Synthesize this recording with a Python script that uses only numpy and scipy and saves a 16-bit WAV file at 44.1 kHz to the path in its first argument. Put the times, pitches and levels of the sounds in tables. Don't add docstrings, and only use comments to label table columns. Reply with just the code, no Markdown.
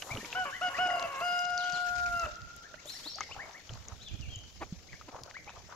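import sys
import numpy as np
from scipy import signal
from scipy.fft import rfft, irfft
from scipy.io import wavfile
from scipy.ndimage import uniform_filter1d

SR = 44100
rng = np.random.default_rng(int(sys.argv[2]) if len(sys.argv) > 2 else 0)


def store_pcm(level_fs):
    pcm = np.round(np.clip(level_fs, -1, 1) * 32767).astype(np.int16)
    wavfile.write(sys.argv[1], SR, np.atleast_2d(pcm).T)


N = 253575

# (frequency_hz, left_over_right_db)
PORT_TILT = [(60, 0), (180, -2), (550, -3.5), (1650, 4), (4970, 8), (15000, 2)]
# (time_s, relative_level_db)
WATER_LEVEL = [(0, -59), (1.0, -61), (1.3, -63.5), (1.6, -57), (2.25, -59), (2.4, -69), (3.0, -62),
               (3.6, -66), (4.2, -67), (5.75, -67.5)]


def gain_of(db):
    return 10 ** (np.asarray(db) / 20)


def evened(x):
    return x / np.sqrt(np.mean(x ** 2) + 1e-20)


def read(points, hz):
    f, value = np.transpose(points)
    return np.interp(np.log(hz + 1), np.log(f + 1), value)


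def along(curve):
    return np.interp(np.arange(N) / SR, *np.transpose(curve))


def unroll(rows):
    s, *columns = np.transpose(rows)
    t = np.arange(s[0], s[-1], 1 / SR)
    return [t] + [np.interp(t, s, c) for c in columns]


def add(mix, s, sound):
    part = mix[..., round(s * SR):][..., :sound.shape[-1]]
    part += sound[..., :part.shape[-1]]


def wobble(n, size):
    return evened(uniform_filter1d(uniform_filter1d(rng.standard_normal(n), size), size))


def phase_of(hz):
    return 2 * np.pi * np.cumsum(hz) / SR


def band(x, hz, spread):
    return signal.sosfilt(signal.butter(2, [hz / spread, hz * spread], "band", fs=SR, output="sos"), x)


def pan(db):
    return gain_of([[db / 2], [-db / 2]])


def ports(x):
    # (frequency_hz, left_lead_radians)
    port_lead = [(300, 0.067), (700, 0.44), (1420, 1.21), (2800, 0.86), (5000, 0.78)]
    hz = np.fft.rfftfreq(len(x), 1 / SR)
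    half = gain_of(read(PORT_TILT, hz) / 2) * np.exp(.5j * read(port_lead, hz))
    return irfft(rfft(x) * np.array([half, 1 / half]), len(x))


def echoes(x, start_s, t60):
    t = np.arange(SR) / SR
    signs = rng.choice([-1., 1.], (2, SR))
    sparse = rng.random((2, SR)) < .045
    taps = signs * sparse * (t > start_s) * gain_of(-60 * t / t60)
    return signal.fftconvolve(x[None], taps / np.linalg.norm(taps[0]), axes=1)[:, :N]


def bubble(hz, t60, rise):
    t = np.arange(0, t60, 1 / SR)
    tone = np.sin(2 * np.pi * hz * (t + rise * t ** 2 / t60))
    return tone * gain_of(-60 * t / t60) * np.minimum(t / 0.0005, 1)


def hiss(shape, level_db, flicker_db, alike):
    # (frequency_hz, likeness_ratio)
    port_likeness = [(60, 0.82), (240, 1), (950, 0.88), (3770, 0), (15000, 0.36)]
    patchy_db = 2.2
    frames, hz = N // 128 + 5, np.fft.rfftfreq(512, 1 / SR)
    a, b, c, d, patches = rng.standard_normal((frames, 257, 5)).T
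    patches = evened(uniform_filter1d(uniform_filter1d(patches, 5, 0), 14, 1))
    same = np.clip(alike * read(port_likeness, hz), -1, 1)[:, None]
    left, other = a + 1j * b, c + 1j * d
    z = np.array([left, same * left + np.sqrt(1 - same ** 2) * other])
    z *= gain_of(read(shape, hz)[:, None] + patchy_db * patches + flicker_db * wobble(frames, size=3))
    z *= gain_of(np.multiply.outer([.5, -.5], read(PORT_TILT, hz)))[:, :, None]
    out = signal.istft(z, nperseg=512, noverlap=384)[1][:, :N]
    return gain_of(level_db) * out / np.sqrt(np.mean(out.mean(0) ** 2))


def air():
    # (frequency_hz, relative_density_db_per_hz)
    air_shape = [(18, -3), (36, 26.5), (106, 3), (458, -1.5), (678, 0), (1530, -38), (6630, -6.5),
                 (7750, -32), (8390, -38), (10600, -25.5), (15700, -26.5)]
    return hiss(air_shape, level_db=-61, flicker_db=1.0, alike=0.76)


def high_hiss():
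    # (frequency_hz, relative_density_db_per_hz)
    high_shape = [(4120, -60), (7000, -5), (8240, -16.5), (8750, -17), (11000, -15), (12200, -11.5),
                  (13600, -24), (15700, -37)]
    # (time_s, level_db)
    high_level = [(0, -57), (.3, -61), (.36, -65), (.9, -63.5), (1.4, -61), (1.45, -73.5), (1.65, -69),
                  (1.7, -65.5), (2.25, -63.5), (2.32, -78), (2.84, -83), (2.87, -56.5), (3.08, -62),
                  (3.15, -74), (5.75, -79.5)]
    return hiss(high_shape, along(high_level), flicker_db=1.6, alike=0.16)


def trickle():
    # (frequency_hz, relative_density_db_per_hz)
    trickle_shape = [(710, -2.5), (1200, 0.5), (6530, 1.5), (7800, -8.5), (8340, -51), (9000, -47),
                     (11700, -47), (19800, -120)]
    return hiss(trickle_shape, along(WATER_LEVEL) + 7, flicker_db=2.8, alike=0.65)


def wind():
    # (frequency_hz, relative_density_db_per_hz)
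    wind_shape = [(12, -35), (28, -13), (70, -1.5), (200, -19), (292, -23.5), (325, -28), (500, -44),
                  (650, -44), (1100, -120)]
    # (time_s, relative_level_db)
    gust_level = [(0, -88), (.3, -61.5), (1.8, -88), (1.92, -47.5), (2.25, -47.5), (2.5, -59.5),
                  (2.8, -101), (3.25, -62.5), (3.6, -71), (3.72, -45), (3.95, -53.5), (4.25, -49.5),
                  (4.45, -56), (4.9, -54.5), (5.1, -63.5), (5.75, -65)]
    # (start_s, nominal_peak_db, pitch_hz)
    bumps = [(0.111, -32, 122), (0.143, -31, 111), (0.178, -31, 230), (1.731, -39, 162), (2.238, -33, 72),
             (3.697, -34.5, 97.5), (3.724, -32, 111), (4.233, -35.5, 83), (4.363, -33.5, 100),
             (4.723, -26.5, 179.6)]
    hz = np.fft.rfftfreq(N, 1 / SR)
    low = irfft(rfft(rng.standard_normal((2, N))) * gain_of(read(wind_shape, hz)), N)
    lumpy = evened(low * gain_of(5.67 * wobble(N, size=1200)))
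    out = lumpy * gain_of(along(gust_level) + 1.0) * pan(-9.5)
    for s, peak_db, hz in bumps:
        soften = np.hanning(round(SR / hz / 2)) * 4 * hz / SR
        bump = signal.lfilter(soften, 1, bubble(hz, 9.7 / hz, -0.018))
        add(out, s, gain_of(peak_db) * pan(-2.0) * bump)
    return out


def bird():
    # (time_at_pace_1_s, pitch_hz, relative_level_db)
    SLIDE = [(0, 4960, -39), (0.081, 2835, -48)]
    CLIMB = [(0, 2950, -61.5), (.05, 4196, -43.5), (.066, 4800, -53.5), (.074, 5540, -52),
             (.108, 5555, -50), (.116, 5000, -51.5), (.135, 4140, -44)]
    LOOP = [(0, 2756, -52), (.02, 3750, -54), (0.036, 4250, -57), (.06, 3600, -55), (.08, 3450, -47),
            (.11, 2320, -62), (.155, 2566, -59)]
    DIP = [(0, 3030, -43.5), (0.059, 2204, -57), (0.086, 3216, -52), (.12, 3218, -46.5),
           (0.164, 2865, -47.5)]
    HOOK_UP = [(.125, 3480, -44)]
    HOOK_DOWN = [(0.093, 2640, -46)]
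    # (start_s, whistle, pace_ratio, relative_level_db)
    song = [(1.569, SLIDE + HOOK_UP, 1.15, -3.5), (1.724, SLIDE + HOOK_DOWN, 1.08, -3),
            (2.854, CLIMB, 1.04, 1), (3.027, CLIMB, 1, 4), (3.997, LOOP, 1.01, 0.8),
            (4.213, DIP, 1.03, -2.6)]
    out = np.zeros(N)
    for start, whistle, pace, gain_db in song:
        t, hz, level_db = unroll(np.array(whistle) / [pace, 1, 1])
        tone = np.sin(phase_of(uniform_filter1d(hz, size=400))) * (1 + 0.45 * wobble(len(t), size=110))
        tone *= signal.windows.tukey(len(t), .15)
        add(out, start, np.sqrt(2) * gain_of(level_db + gain_db) * tone)
    return gain_of(-2.5) * ports(out) + gain_of(-2) * echoes(out, 0.0037, 0.66)


def plops():
    # (start_s, nominal_peak_db, pitch_hz, left_over_right_db)
    plop_rows = [(0.022, -27, 2900, -6.5), (0.172, -27.5, 2900, -4), (0.247, -30.5, 2280, -3),
                 (0.328, -25, 2670, 3), (2.741, -41.5, 606, -8), (2.741, -40.5, 1470, -17),
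                 (2.857, -42, 590, 0), (3.364, -36, 806, 8), (4.93, -37.5, 1970, 8), (3.185, -33, 1290, 6),
                 (3.207, -24, 1238, 6), (3.693, -33, 3100, 5), (5.012, -37.5, 1260, 3),
                 (5.476, -34.5, 815, 2)]
    out, t = np.zeros((2, N)), np.arange(900) / SR
    for s, peak_db, hz, side_db in plop_rows:
        splat = evened(band(rng.standard_normal(900), 1020, 2.6)) * gain_of(-60 * t / 0.088)
        add(out, s, gain_of(peak_db) * pan(side_db) * bubble(hz, 0.0058 + 25 / hz, 0.012))
        add(out, s, gain_of(peak_db - 15.5) * pan(side_db) * splat)
    return out


def ticks():
    # (start_s, nominal_peak_db, centre_hz)
    tick_rows = [(0.1522, -30, 3150), (0.3034, -34.5, 4440), (0.9963, -28, 3700), (1.026, -26, 3850),
                 (1.3914, -27, 5700), (1.4534, -30, 5560), (1.5778, -23, 4750), (1.6991, -28, 4360),
                 (1.723, -28, 5140), (2.1965, -30.5, 5230), (2.357, -35.5, 5300), (2.4179, -36.5, 4270),
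                 (2.564, -41, 6400), (2.8567, -37, 6420), (2.8956, -31, 4530), (3.157, -29.5, 5560),
                 (3.207, -24, 5400), (3.511, -41, 2000), (3.7363, -33.5, 5000), (3.8838, -32.5, 6250),
                 (4.085, -42, 5940), (4.141, -43, 5400), (4.211, -38, 5000), (4.3587, -32.5, 6700),
                 (4.389, -42, 6240), (5.163, -33.5, 680), (5.2352, -29.5, 4600), (5.305, -37, 4800),
                 (5.311, -35.5, 1680), (5.368, -35, 1210), (5.445, -42, 4100), (5.494, -34, 1280)]
    # (centre_hz, band_edge_ratio)
    tick_spread = [(1500, 1.7), (4500, 1.4), (6000, 1.1)]
    out, t = np.zeros((2, N)), np.arange(900) / SR
    for s, peak_db, hz in tick_rows:
        burst = rng.standard_normal(900) * gain_of(-60 * t / .005)
        crack = band(burst, hz, read(tick_spread, hz))
        crack = crack / abs(crack).max() * [[1], [.9]]
        add(out, s, gain_of(peak_db) * pan(read(PORT_TILT, hz)) * crack)
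    return out


def sloshes():
    # (middle_s, half_length_s, level_db, centre_hz)
    slosh_rows = [(.06, 0.063, -44, 776), (0.166, 0.065, -46.5, 335), (2.871, 0.037, -62, 573),
                  (3.304, 0.014, -48.5, 665), (3.457, 0.099, -49, 840), (3.767, 0.072, -56, 860),
                  (3.905, 0.03, -50, 797), (5.167, 0.042, -46, 740), (5.274, 0.041, -53, 830),
                  (5.488, 0.021, -50.5, 780), (5.577, 0.035, -52.5, 720), (5.724, 0.026, -46.5, 890)]
    out = np.zeros((2, N))
    for s, half, level_db, hz in slosh_rows:
        n = round(4 * half * SR)
        churn = band(rng.standard_normal((2, n)) * [[1], [.6]], hz, 1.58)
        churn *= gain_of(1.08 * wobble(n, size=220))
        for share in (.7, .9, 1.15, 1.5):
            strikes = rng.exponential(.3, n) * (rng.random(n) < 90 / SR)
            churn += signal.oaconvolve(strikes, bubble(hz * share, 14 / hz, .2))[:n]
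        slosh = evened(churn + 0.17 * churn[0]) * np.hanning(n)
        add(out, max(s - 2 * half, 0), gain_of(level_db) * slosh)
    return out


def droplets():
    out = np.zeros((2, N))
    for hz in np.geomspace(3000, 6900, num=12):
        size_db = along(WATER_LEVEL) + 19 + 4. * np.minimum(rng.exponential(1, N), 4)
        falls = rng.random(N) < 1.6 / SR * hz / 1000
        patter = signal.oaconvolve(gain_of(size_db) * falls, bubble(hz, 5.5 / hz, 0.36))[:N]
        out += patter * pan(read(PORT_TILT, hz) + rng.uniform(-9, 5))
    return out


def snaps():
    # (start_s, nominal_peak_db), held to -49 dB at most
    snap_rows = [(1.503, -51), (1.6259, -47), (2.128, -39), (2.5635, -45), (2.6277, -59), (2.8571, -58),
                 (3.7465, -55.5), (5.236, -48)]
    out, t = np.zeros((2, N)), np.arange(900) / SR
    for s, peak_db in snap_rows:
        snap = band(rng.standard_normal(900) * gain_of(-60 * t / .014), 10500, 1.3)
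        add(out, s, gain_of(min(peak_db, -49)) * pan(4) * snap / abs(snap).max())
    return out


def dabbling():
    dull = signal.ellip(6, 1, 40, 7400, fs=SR, output="sos")
    return signal.sosfilt(dull, plops() + ticks() + sloshes() + droplets()) + snaps()


def grunts():
    # (start_s, level_db, pitch_hz, length_s)
    grunt_rows = [(0.675, -43, 289.6, 0.022), (0.841, -41.5, 290, 0.042), (3.047, -47, 303, 0.038),
                  (4.594, -37.5, 331.3, 0.063), (5.069, -46, 300, 0.042)]
    # (centre_hz, width_hz, gain_db)
    resonances = [(320, 330, 12.5), (684, 85, 12), (1000, 310, 13.5), (2030, 62, 16.5)]
    out = np.zeros(N)
    k = np.arange(1, 19)[:, None]
    for s, level_db, hz, length in grunt_rows:
        t = np.arange(0, length, 1 / SR)
        turn = phase_of(hz * (1 + 0.14 * wobble(len(t), size=60)))
        throat = sum(gain_of(db) / (1 + (2 * (k * hz - f) / width) ** 2) for f, width, db in resonances)
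        pulses = evened((throat * np.cos(k * turn)).sum(0))
        breath = evened(band(rng.standard_normal(len(t)), 900, 2.6))
        add(out, s, gain_of(level_db) * (pulses + 0.45 * breath) * np.hanning(len(t)) ** 2)
    return ports(out)


def goslings():
    # (start_s, top_s, end_s, top_hz, hz_lower_30_ms_before_top, nominal_level_db)
    peeps = [(.1, .132, .142, 2400, 410, -40), (.2, .225, .24, 1900, 230, -47),
             (.51, .568, .59, 2040, 290, -41), (.59, .592, .612, 1900, 800, -47),
             (.53, .555, .595, 3060, 160, -48), (.735, .766, .778, 2040, 480, -41),
             (.772, .797, .8, 2950, 1160, -39), (.845, .85, .895, 1850, 200, -48),
             (.902, .908, .916, 2050, 3500, -33), (1.345, 1.372, 1.39, 2150, 600, -54),
             (1.855, 1.885, 1.92, 1760, 200, -54), (2.63, 2.672, 2.688, 1785, 270, -52),
             (2.76, 2.806, 2.83, 2300, 500, -58), (2.93, 2.97, 3.0, 2060, 450, -56),
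             (3.155, 3.19, 3.193, 830, 210, -50), (3.205, 3.225, 3.245, 2250, 700, -44),
             (3.305, 3.335, 3.358, 3080, 1250, -43), (3.362, 3.44, 3.47, 2260, 350, -46),
             (3.535, 3.58, 3.615, 2280, 460, -50), (4.88, 4.905, 4.92, 2500, 1100, -58),
             (4.92, 4.922, 4.948, 2300, 900, -47), (4.942, 4.972, 4.98, 2400, 800, -57),
             (5.335, 5.385, 5.41, 2350, 520, -47), (5.468, 5.497, 5.53, 2650, 900, -49),
             (5.545, 5.562, 5.592, 950, 200, -56)]
    fall_pace, arch_power = 1.2, 1.55
    throat_hz, throat_width_hz = 1870, 570
    out = np.zeros(N)
    for start, top, end, top_hz, bend_hz, level_db in peeps:
        t = np.arange(start, end, 1 / SR)
        from_top = np.maximum(top - t, fall_pace * (t - top))
        hz = top_hz - bend_hz * (from_top / .03) ** arch_power
        tone = np.sin(phase_of(hz)) * (1 + 0.4 * wobble(len(t), size=110))
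        throat = 1 / np.hypot(1, (hz - throat_hz) / throat_width_hz)
        progress = np.interp(t, [start, top, end], [0, 1, 2])
        swell = gain_of(3 - 18 * np.minimum(abs(progress - .58), .65))
        peep = tone * throat / throat.max() * swell * signal.windows.tukey(len(t), .3)
        add(out, start, np.sqrt(2) * gain_of(level_db) * peep)
    return ports(out) + gain_of(-6.5) * echoes(out, 0.0086, 0.5)


def broken(t):
    # (middle_s, half_length_s)
    voice_breaks = [(0.885, 0.0022), (0.907, 0.0034), (0.934, 0.0038), (0.965, 0.0051), (1.003, 0.018),
                    (1.036, 0.0043)]
    return np.minimum(sum(np.exp(-((t - s) / half) ** 2) for s, half in voice_breaks), 1)


def croaks():
    # (start_s, length_s, pitch_hz, drift_hz_per_s, harmonic_1_db, harmonic_2_db, swell_db), nominal levels
    croak_rows = [(0.231, 0.17, 472, 147, -62.5, -58, 8.5), (0.447, 0.066, 582, -700, -45.5, -37.5, -7),
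                  (.69, 0.11, 538, 223, -55.5, -46.5, 4), (0.889, .34, 559.5, -50.5, -59, -49.5, 8.5),
                  (2.257, 0.05, 636, -1200, -42, -63, -12)]
    out = np.zeros(N)
    for start, length, pitch_hz, drift, first_db, second_db, swell_db in croak_rows:
        since = np.arange(0, length, 1 / SR)
        n = len(since)
        turn = phase_of((pitch_hz + drift * since) * (1 + 0.032 * wobble(n, size=90)))
        levels = [first_db, second_db] + [second_db - 11] * 3
        voice = sum(gain_of(db) * (1 + 0.5 * wobble(n, size=50)) * np.sin((k + 1) * turn)
                    for k, db in enumerate(levels))
        voice *= gain_of(swell_db * since / length) * (1 + 1.03 * broken(start + since))
        add(out, start, np.sqrt(2) * voice * signal.windows.tukey(n, 900 / n))
    return out


def crow():
    syllables = [(0.346, 0.11, 794, -140, -38, 3.5, -32.5, -2, -30),
                 (0.609, 0.09, 774.5, -16, -35, 6.5, -32.5, 0.5, -13),
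                 (0.78, .29, 747, -60, -29.5, -3, -31, -12, -12),
                 (1.206, 1.067, 707.3, 20, -34.5, -8.5, -36, 2.5, -4.5)]
    # (time_s, relative_level_db)
    beak_opening = [(.35, -47.5), (.47, -56), (.62, -47), (.7, -40.5), (.8, -41.5), (.9, -49), (1.07, -45),
                    (1.23, -48), (1.34, -48), (1.55, -56.5), (1.8, -60.5), (2.06, -100), (2.15, -58.5),
                    (2.24, -53), (2.3, -43)]
    scoop_share, scoop_s = .24, .0065
    sag_hz, sag_s = 55.64, .2
    drop_hz, drop_s, drop_db = 66.7, 0.0163, -11
    shine_share, shine_fade_db_per_s = .6, 13
    swell_db, swell_s = -5, 0.02
    attack_s, shine_s = 0.0041, 0.026
    out = np.zeros(N)
    for start, length, pitch_hz, drift, first_db, first_fade, second_db, second_fade, shine_db in syllables:
        since = np.arange(0, length, 1 / SR)
        t, left, n = start + since, length - since, len(since)
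        drop = np.exp(-left / drop_s)
        hz = pitch_hz * (1 - scoop_share * np.exp(-since / scoop_s)) + drift * since
        hz -= sag_hz * np.exp(-left / sag_s)
        hz -= drop_hz * drop * min(length / 0.75, 1)
        beak = np.interp(t, *np.transpose(beak_opening))
        first = first_db + first_fade * since / length + drop_db * drop
        second = second_db + second_fade * since / length + drop_db * drop
        middle = beak + drop_db * drop
        shine = shine_db + beak.max() + shine_share * (beak - beak.max()) + drop_db * drop
        shine -= 20 * np.exp(-since / shine_s) + shine_fade_db_per_s * since
        rough = 0.049 + 0.12 * np.exp(-since / 0.076)
        rough += 0.12 * uniform_filter1d(broken(t), size=3000) + np.clip((690 - hz) / 110, 0, 1)
        turn = phase_of(hz * (1 + 0.089 * rough * wobble(n, size=120)))
        levels = [first, second, middle - 4, middle + 6, shine - 15, shine - 9, shine + 3]
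        voice = sum(gain_of(db) * np.sin((k + 1) * turn + k) * (1 + rough * wobble(n, size=30))
                    for k, db in enumerate(levels))
        voice *= (1 - broken(t)) * np.minimum(since / attack_s, 1)
        voice *= gain_of(swell_db * np.exp(-since / swell_s))
        add(out, start, np.sqrt(2) * voice * signal.windows.tukey(n, 900 / n))
    return out


def cockerel():
    voice = crow() + croaks()
    far_wall = gain_of(-25.5) * np.roll(voice, round(.39 * SR))
    far_wall = signal.sosfilt(signal.butter(2, [1000, 1900], "band", fs=SR, output="sos"), far_wall)
    out = ports(voice + far_wall)
    out += gain_of(-9.5) * echoes(band(voice, 2290, 2.75), 0.021, 1.0)
    out += gain_of(-12) * echoes(voice, 0.012, 0.22)
    return out + gain_of(3.0) * echoes(far_wall, 0.02, 2.1)


def scene():
    background = air() + high_hiss() + trickle() + wind()
    return background + bird() + dabbling() + grunts() + goslings() + cockerel()


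def record(dry):
    edge_hz = 15780
    low_pass = signal.firwin(511, edge_hz, window=("kaiser", 9), fs=SR)
    return signal.oaconvolve(dry, low_pass[None], "same")


dry = scene()
out = record(dry)
store_pcm(out)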